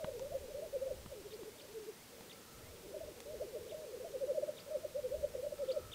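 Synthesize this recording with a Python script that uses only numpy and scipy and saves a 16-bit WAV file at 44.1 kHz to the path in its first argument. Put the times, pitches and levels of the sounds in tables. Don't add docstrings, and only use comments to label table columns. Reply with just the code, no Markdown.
import sys
import numpy as np
from scipy import signal
from scipy.fft import rfft, irfft
from scipy.io import wavfile

SR = 44100
rng = np.random.default_rng(int(sys.argv[2]) if len(sys.argv) > 2 else 0)


def to_wav(s):
    ch = np.atleast_2d(s).T
    pcm = np.round(np.clip(ch, -1, 1) * 32767)
    wavfile.write(sys.argv[1], SR, pcm.astype(np.int16))


N = 261954
T = np.arange(N) / SR
HZ = np.arange(N // 2 + 1) * SR / N + 1e-6


def undb(db):
    return 10 ** (np.asarray(db) / 20)


def curve(rows):
    return np.interp(T, *np.transpose(rows))


def add(out, start, sound):
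    i = int(min(start * SR, N - 1))
    part = sound[max(-i, 0):N - i]
    first = max(i, 0)
    out[first:first + len(part)] += part


def noise(gain):
    x = irfft(rfft(rng.standard_normal(N)) * gain, N)
    return x / x.std()


def colour(points):
    hz, db = np.transpose(points)
    return undb(np.interp(np.log(HZ), np.log(hz), db))


def resonance(hz, width_hz):
    return 1 / (1 + 1j * (HZ / hz - hz / HZ) * hz / width_hz)


def walk(rate):
    return noise(np.exp(-(HZ / rate) ** 2) * (HZ > rate / 20))


def forest(x, t60, delay):
    t = T[:SR]
    build_up = 1 - np.exp(-(t / delay) ** 2)
    tail = rng.standard_normal(SR) * undb(-60 * t / t60) * build_up
    return signal.fftconvolve(x, tail / np.linalg.norm(tail))[:N]


def coo(length, first_hz, middle_hz, last_hz, crest, waver=0.0049, sag=0.15, sag_time=0.016, steepness=0.73):
    u = np.linspace(0, 1, max(int(length * SR), 64))
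    hz = first_hz * (1 - u) * (1 - 2 * u) + middle_hz * (2 * u) * (2 - 2 * u) + last_hz * u * (2 * u - 1)
    hz = hz * (1 - sag * np.exp(-((1 - u) * length / sag_time) ** 2))
    hz = hz * (1 + waver * np.interp(u, np.linspace(0, 1, 8), rng.standard_normal(size=8)))
    phase = 2 * np.pi * (np.cumsum(hz) / SR + rng.random())
    rise_and_fall = np.interp(u, [0, np.clip(crest, .1, .9), 1], [0, 1, 0])
    swell = np.sin(np.pi / 2 * rise_and_fall) ** steepness
    return swell * np.sin(phase)


def arched(length, hz, glide, arch, crest):
    return coo(length, hz * (1 - glide - arch), hz, hz * (1 + glide - arch), crest)


def grouse():
    # start/s, length/s, mid-note f/Hz, glide from mid-note to end/share
    # of pitch, level/dB
    coos = [(-0.03, 0.072, 645.0, 0.00028, -41.0), (0.018, 0.11, 638, 0.0075, -47),
            (0.067, 0.03, 600, 0.026, -44.5), (0.113, 0.075, 484.4, 0.011, -45),
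            (0.195, 0.052, 553, 0.16, -45), (0.242, 0.031, 620, 0.17, -47.5),
            (0.302, 0.057, 690.0, 0.13, -42.5), (0.336, 0.038, 578, 0.11, -41.0),
            (0.391, 0.072, 568, -0.097, -55.5), (0.473, 0.056, 608, 0.073, -52.5),
            (0.478, 0.024, 483, 0.07, -47.5), (0.535, 0.07, 591, 0.1, -45.0),
            (0.577, 0.028, 490.0, -0.093, -47), (0.607, 0.058, 662, 0.059, -41.5),
            (0.723, 0.056, 561, -0.045, -41.5), (0.801, 0.047, 558, 0.15, -43.5),
            (0.85, 0.032, 575, 0.099, -44), (0.871, 0.064, 596.5, -0.25, -43),
            (1.095, 0.063, 544, -0.26, -51), (1.132, 0.097, 417, -0.12, -49),
            (1.237, 0.048, 428, 0.034, -46.5), (1.308, 0.064, 440, 0.023, -45.3),
            (1.379, 0.063, 445.0, -0.17, -47.5), (1.451, 0.053, 450, 0.076, -46),
            (1.615, 0.045, 630, 0.03, -61.5), (1.682, 0.057, 429, 0.1, -52.0),
            (1.732, 0.07, 451, -0.03, -45.5), (1.755, 0.118, 434, -0.07, -47.5),
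            (1.862, 0.053, 447, 0.042, -43.5), (2.833, 0.04, 385, 0.0033, -49),
            (2.862, 0.069, 415, -0.071, -51.5), (2.924, 0.047, 648, 0.067, -42.5),
            (2.937, 0.068, 393, -0.079, -47.5), (2.993, 0.046, 671, 0.044, -42.5),
            (3.06, 0.026, 670, 0.13, -49.5), (3.08, 0.048, 401, -0.064, -50.5),
            (3.248, 0.11, 622, 0.063, -47), (3.403, 0.03, 679, 0.2, -40),
            (3.536, 0.038, 650.0, 0.12, -46.5), (3.701, 0.05, 659, 0.089, -43.5),
            (3.714, 0.149, 626.5, -0.01, -48.5), (4.034, 0.044, 694, 0.071, -42),
            (4.126, 0.055, 523, -0.21, -43), (4.199, 0.06, 541, -0.124, -40),
            (4.265, 0.063, 578, -0.085, -39), (4.333, 0.062, 625.0, -0.076, -36),
            (4.414, 0.025, 659, -0.012, -35.5), (4.467, 0.029, 663, 0.038, -35),
            (4.655, 0.052, 578, -0.014, -52.5), (4.69, 0.086, 614, -0.07, -38.1),
            (4.826, 0.028, 672, -0.0092, -39.5), (4.943, 0.059, 594.0, 0.14, -40),
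            (5.026, 0.07, 498.7, -0.086, -43), (5.104, 0.065, 605, 0.19, -40),
            (5.135, 0.026, 587, -0.12, -45.0), (5.137, 0.082, 637, 0.062, -48.5),
            (5.224, 0.028, 634, 0.03, -34.9), (5.337, 0.023, 621, -0.12, -44.5),
            (5.364, 0.05, 514.0, 0.068, -45.5), (5.425, 0.023, 660.0, 0.21, -40),
            (5.449, 0.024, 651, 0.04, -39.5), (5.507, 0.025, 646, -0.062, -42),
            (5.585, 0.066, 569.0, -0.082, -40.5), (5.672, 0.054, 538.4, -0.016, -40.0),
            (5.723, 0.07, 606, -0.14, -39.5)]
    # f/Hz, width/Hz, gain/factor
    sac = [(514, 25, 3), (599.2, 33.8, -3)]
    arch, crest = 0.092, 0.56
    tail_s, tail_hz, tail_db = .028, 398, -12.5
    tail_from_hz = 480
    throb_db, throb_hz = 1.5, 40

    voice = roll()
    tail = coo(tail_s, tail_hz * 1.245, tail_hz, tail_hz * 1.14, 0.52)
    for start, length, hz, glide, db in coos:
        add(voice, start, undb(db) * arched(length, hz, glide, arch, crest))
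        if glide < 0 and hz > tail_from_hz:
            add(voice, start + length - tail_s / 4, undb(db + tail_db) * tail)
    body = 1 + sum(gain * resonance(hz, width_hz) for hz, width_hz, gain in sac)
    trembling = voice * undb(throb_db * walk(rate=throb_hz))
    return irfft(rfft(trembling) * body, N)


def far_lek(low_hz=390, high_hz=610, fall=0.12, length=0.0554, count=260):
    # t/s, level/dB
    murmur_level = [(0, -55), (.9, -59), (1.1, -61.5), (1.65, -60.5), (2.0, -86), (2.15, -59), (2.5, -67),
                    (2.7, -60), (3.6, -56), (4.2, -56), (4.9, -61.5), (5.3, -56), (5.94, -63)]
    voice = np.zeros(N)
    for k, (when, pitch, size) in enumerate(rng.random((count, 3))):
        hz = low_hz + (high_hz - low_hz) * pitch ** 1.5
        start = (k + when) / count * N / SR
        note = coo(length, hz * (1 + fall / 2), hz, hz * (1 - 2 * fall), 0.16)
        add(voice, start, undb(5.8 * size) * note)
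    voice = voice + undb(2.0) * forest(voice, t60=1.0, delay=0.035)
    return voice / voice.std() * undb(curve(murmur_level))


def wind(flutter_db=3.0):
    # t/s, level/dB
    breeze = [(0, -65.5), (.35, -53.5), (.6, -65), (1.1, -57.5), (1.55, -79), (2.45, -74.5), (2.7, -57.5),
              (3.05, -69.5), (3.35, -63), (3.9, -69.5), (4.5, -72.5), (5.0, -63.5), (5.3, -61),
              (5.75, -64.5), (5.94, -59)]
    # f/Hz, relative level/dB
    rumble = [(20, -4.5), (40, -2), (65, 3), (100, -2), (160, -9.5), (300, -41), (700, -37)]
    return noise(colour(rumble)) * undb(curve(breeze) + flutter_db * walk(rate=8))


def hiss(side_db=-22):
    # f/Hz, relative level/dB
    air = [(30, -7.5), (120, 4.5), (230, 5.5), (400, 1), (800, -1.5), (1100, -4.5), (2500, -6),
           (4000, -6.5), (6000, -7.5), (9000, -10), (13000, -11.5), (15500, -10.5)]
    # f/Hz, width/Hz, level/dB
    bands = [(8290, 160, -76)]
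    air_db = -57
    mid = undb(air_db) * noise(colour(air))
    for hz, width_hz, db in bands:
        mid = mid + undb(db) * noise(resonance(hz, width_hz))
    side = undb(air_db + side_db) * noise(colour(air) * (HZ > 4500))
    return np.array([mid + side, mid - side])


def ticks():
    # t/s, level/dB, crackle decay/s, upper edge f/Hz, low knock/dB, woody body/dB
    snaps = [(.0438, -34, .002, 3900, 2, 0), (.195, -36, .0005, 7500, -9, -8),
             (1.061, -44, .0015, 3200, 7, -2), (1.432, -46, .0015, 4000, 3, -2),
             (2.208, -46, .001, 4500, 2, -2), (3.204, -34, .0012, 10000, -20, -22),
             (3.399, -55, .002, 5000, 1, -8), (3.724, -52, .001, 7000, -1, -6)]
    out, t = np.zeros(N), T[:SR // 20]
    knock = np.sin(2 * np.pi * 180 * t) * np.exp(-t / .003)
    wood = signal.butter(2, [450, 1150], "bandpass", fs=SR, output="sos")
    for start, db, decay, edge_hz, knock_db, body_db in snaps:
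        crackle = .35 * rng.standard_normal(len(t)) * np.exp(-t / decay)
        snap = 2 * (t == 0) + crackle
        snap = snap * np.sqrt(SR / 2 / edge_hz)
        body = signal.sosfilt(wood, rng.standard_normal(len(t)) * np.exp(-t / .003))
        body = body / abs(body).max()
        tick = snap + undb(knock_db) * knock + undb(body_db) * body
        edge = signal.butter(10, edge_hz, fs=SR, output="sos")
        add(out, start, undb(db) * signal.sosfilt(edge, tick))
    return out


def songbird():
    # t/s, level/dB, extra level of the upward flick/dB
    chirps = [(1.304, -58, 5), (1.582, -58, 3), (2.295, -54.5, 0.5), (3.692, -57, -4), (4.566, -54.5, 2.5),
              (5.685, -52.5, 7.5), (5.916, -48, 8)]
    # t/s from its start, f/Hz, level/dB
    shape = [(0, 2820, -2), (.005, 3580, -1.5), (.011, 3804, -4.5), (0.017, 3603, 3.5), (.023, 2776, -1),
             (.0265, 2164, -3.5), (.031, 4050, -5), (.037, 4650, 0), (0.045, 5340, -13)]
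    out = np.zeros(N)
    s, hz, db = np.transpose(shape)
    t = T[T < s[-1]]
    swell = undb(np.interp(t, s, db)) * signal.windows.tukey(len(t), .1)
    flick = np.interp(t, s, s > s[np.argmin(hz)])
    for start, level_db, flick_db in chirps:
        pitch = np.interp(t, s, hz) * (1 + 0.0111 * rng.standard_normal())
        tone = np.sin(2 * np.pi * np.cumsum(pitch) / SR)
        add(out, start, undb(level_db + flick_db * flick) * swell * tone)
    return out + undb(-9.5) * forest(out, t60=0.19, delay=0.0038)


def whistler(low_hz=1880, rise_hz=620, length=0.12):
    # t/s, level/dB
    whistles = [(1.46, -71), (1.94, -68), (2.27, -66), (2.61, -66)]
    out, u = np.zeros(N), np.linspace(0, 1, int(length * SR))
    pitch = low_hz + rise_hz * u ** 1.5
    whistle = np.sin(np.pi * u) * np.sin(2 * np.pi * np.cumsum(pitch) / SR)
    for start, db in whistles:
        add(out, start, undb(db) * whistle)
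    return out + undb(-24) * forest(out, t60=1.0, delay=0.026)


def far_bird():
    # t/s of the loudest moment, level/dB
    calls = [(2.52, -69.5), (4.6, -71.5), (5.85, -64.5)]
    rise_s, fall_s = 0.34, 0.26
    swell = np.zeros(N)
    for peak_s, db in calls:
        spread_s = np.where(T < peak_s, rise_s, fall_s)
        swell += undb(db) * np.exp(-((T - peak_s) / spread_s) ** 2)
    return noise(resonance(hz=1312, width_hz=130) ** 2) * swell


def roll(scatter_db=4.5, scatter=0.022):
    start_s, end_s, period_s = 3.324, 4.09, .0665
    note_s, note_hz, note_db = .074, 443.2, -49
    glide, arch = -0.18, -0.069
    crest = 0.67
    out = np.zeros(N)
    starts = np.arange(start_s, end_s, period_s)
    for start, (size, pitch) in zip(starts, rng.standard_normal((len(starts), 2))):
        note = arched(note_s, note_hz * (1 + scatter * pitch), glide, arch, crest)
        add(out, start, undb(note_db + scatter_db * size) * note)
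    return out


def scene():
    cocks = grouse()
    echo = undb(-21) * forest(cocks, t60=.9, delay=0.02)
    birds = cocks + echo + far_lek() + songbird() + whistler() + far_bird()
    return birds + ticks() + wind() + hiss()


def record(dry):
    return signal.sosfilt(signal.ellip(10, .2, 70, 15600, fs=SR, output="sos"), dry)


dry = scene()
out = record(dry)
to_wav(out)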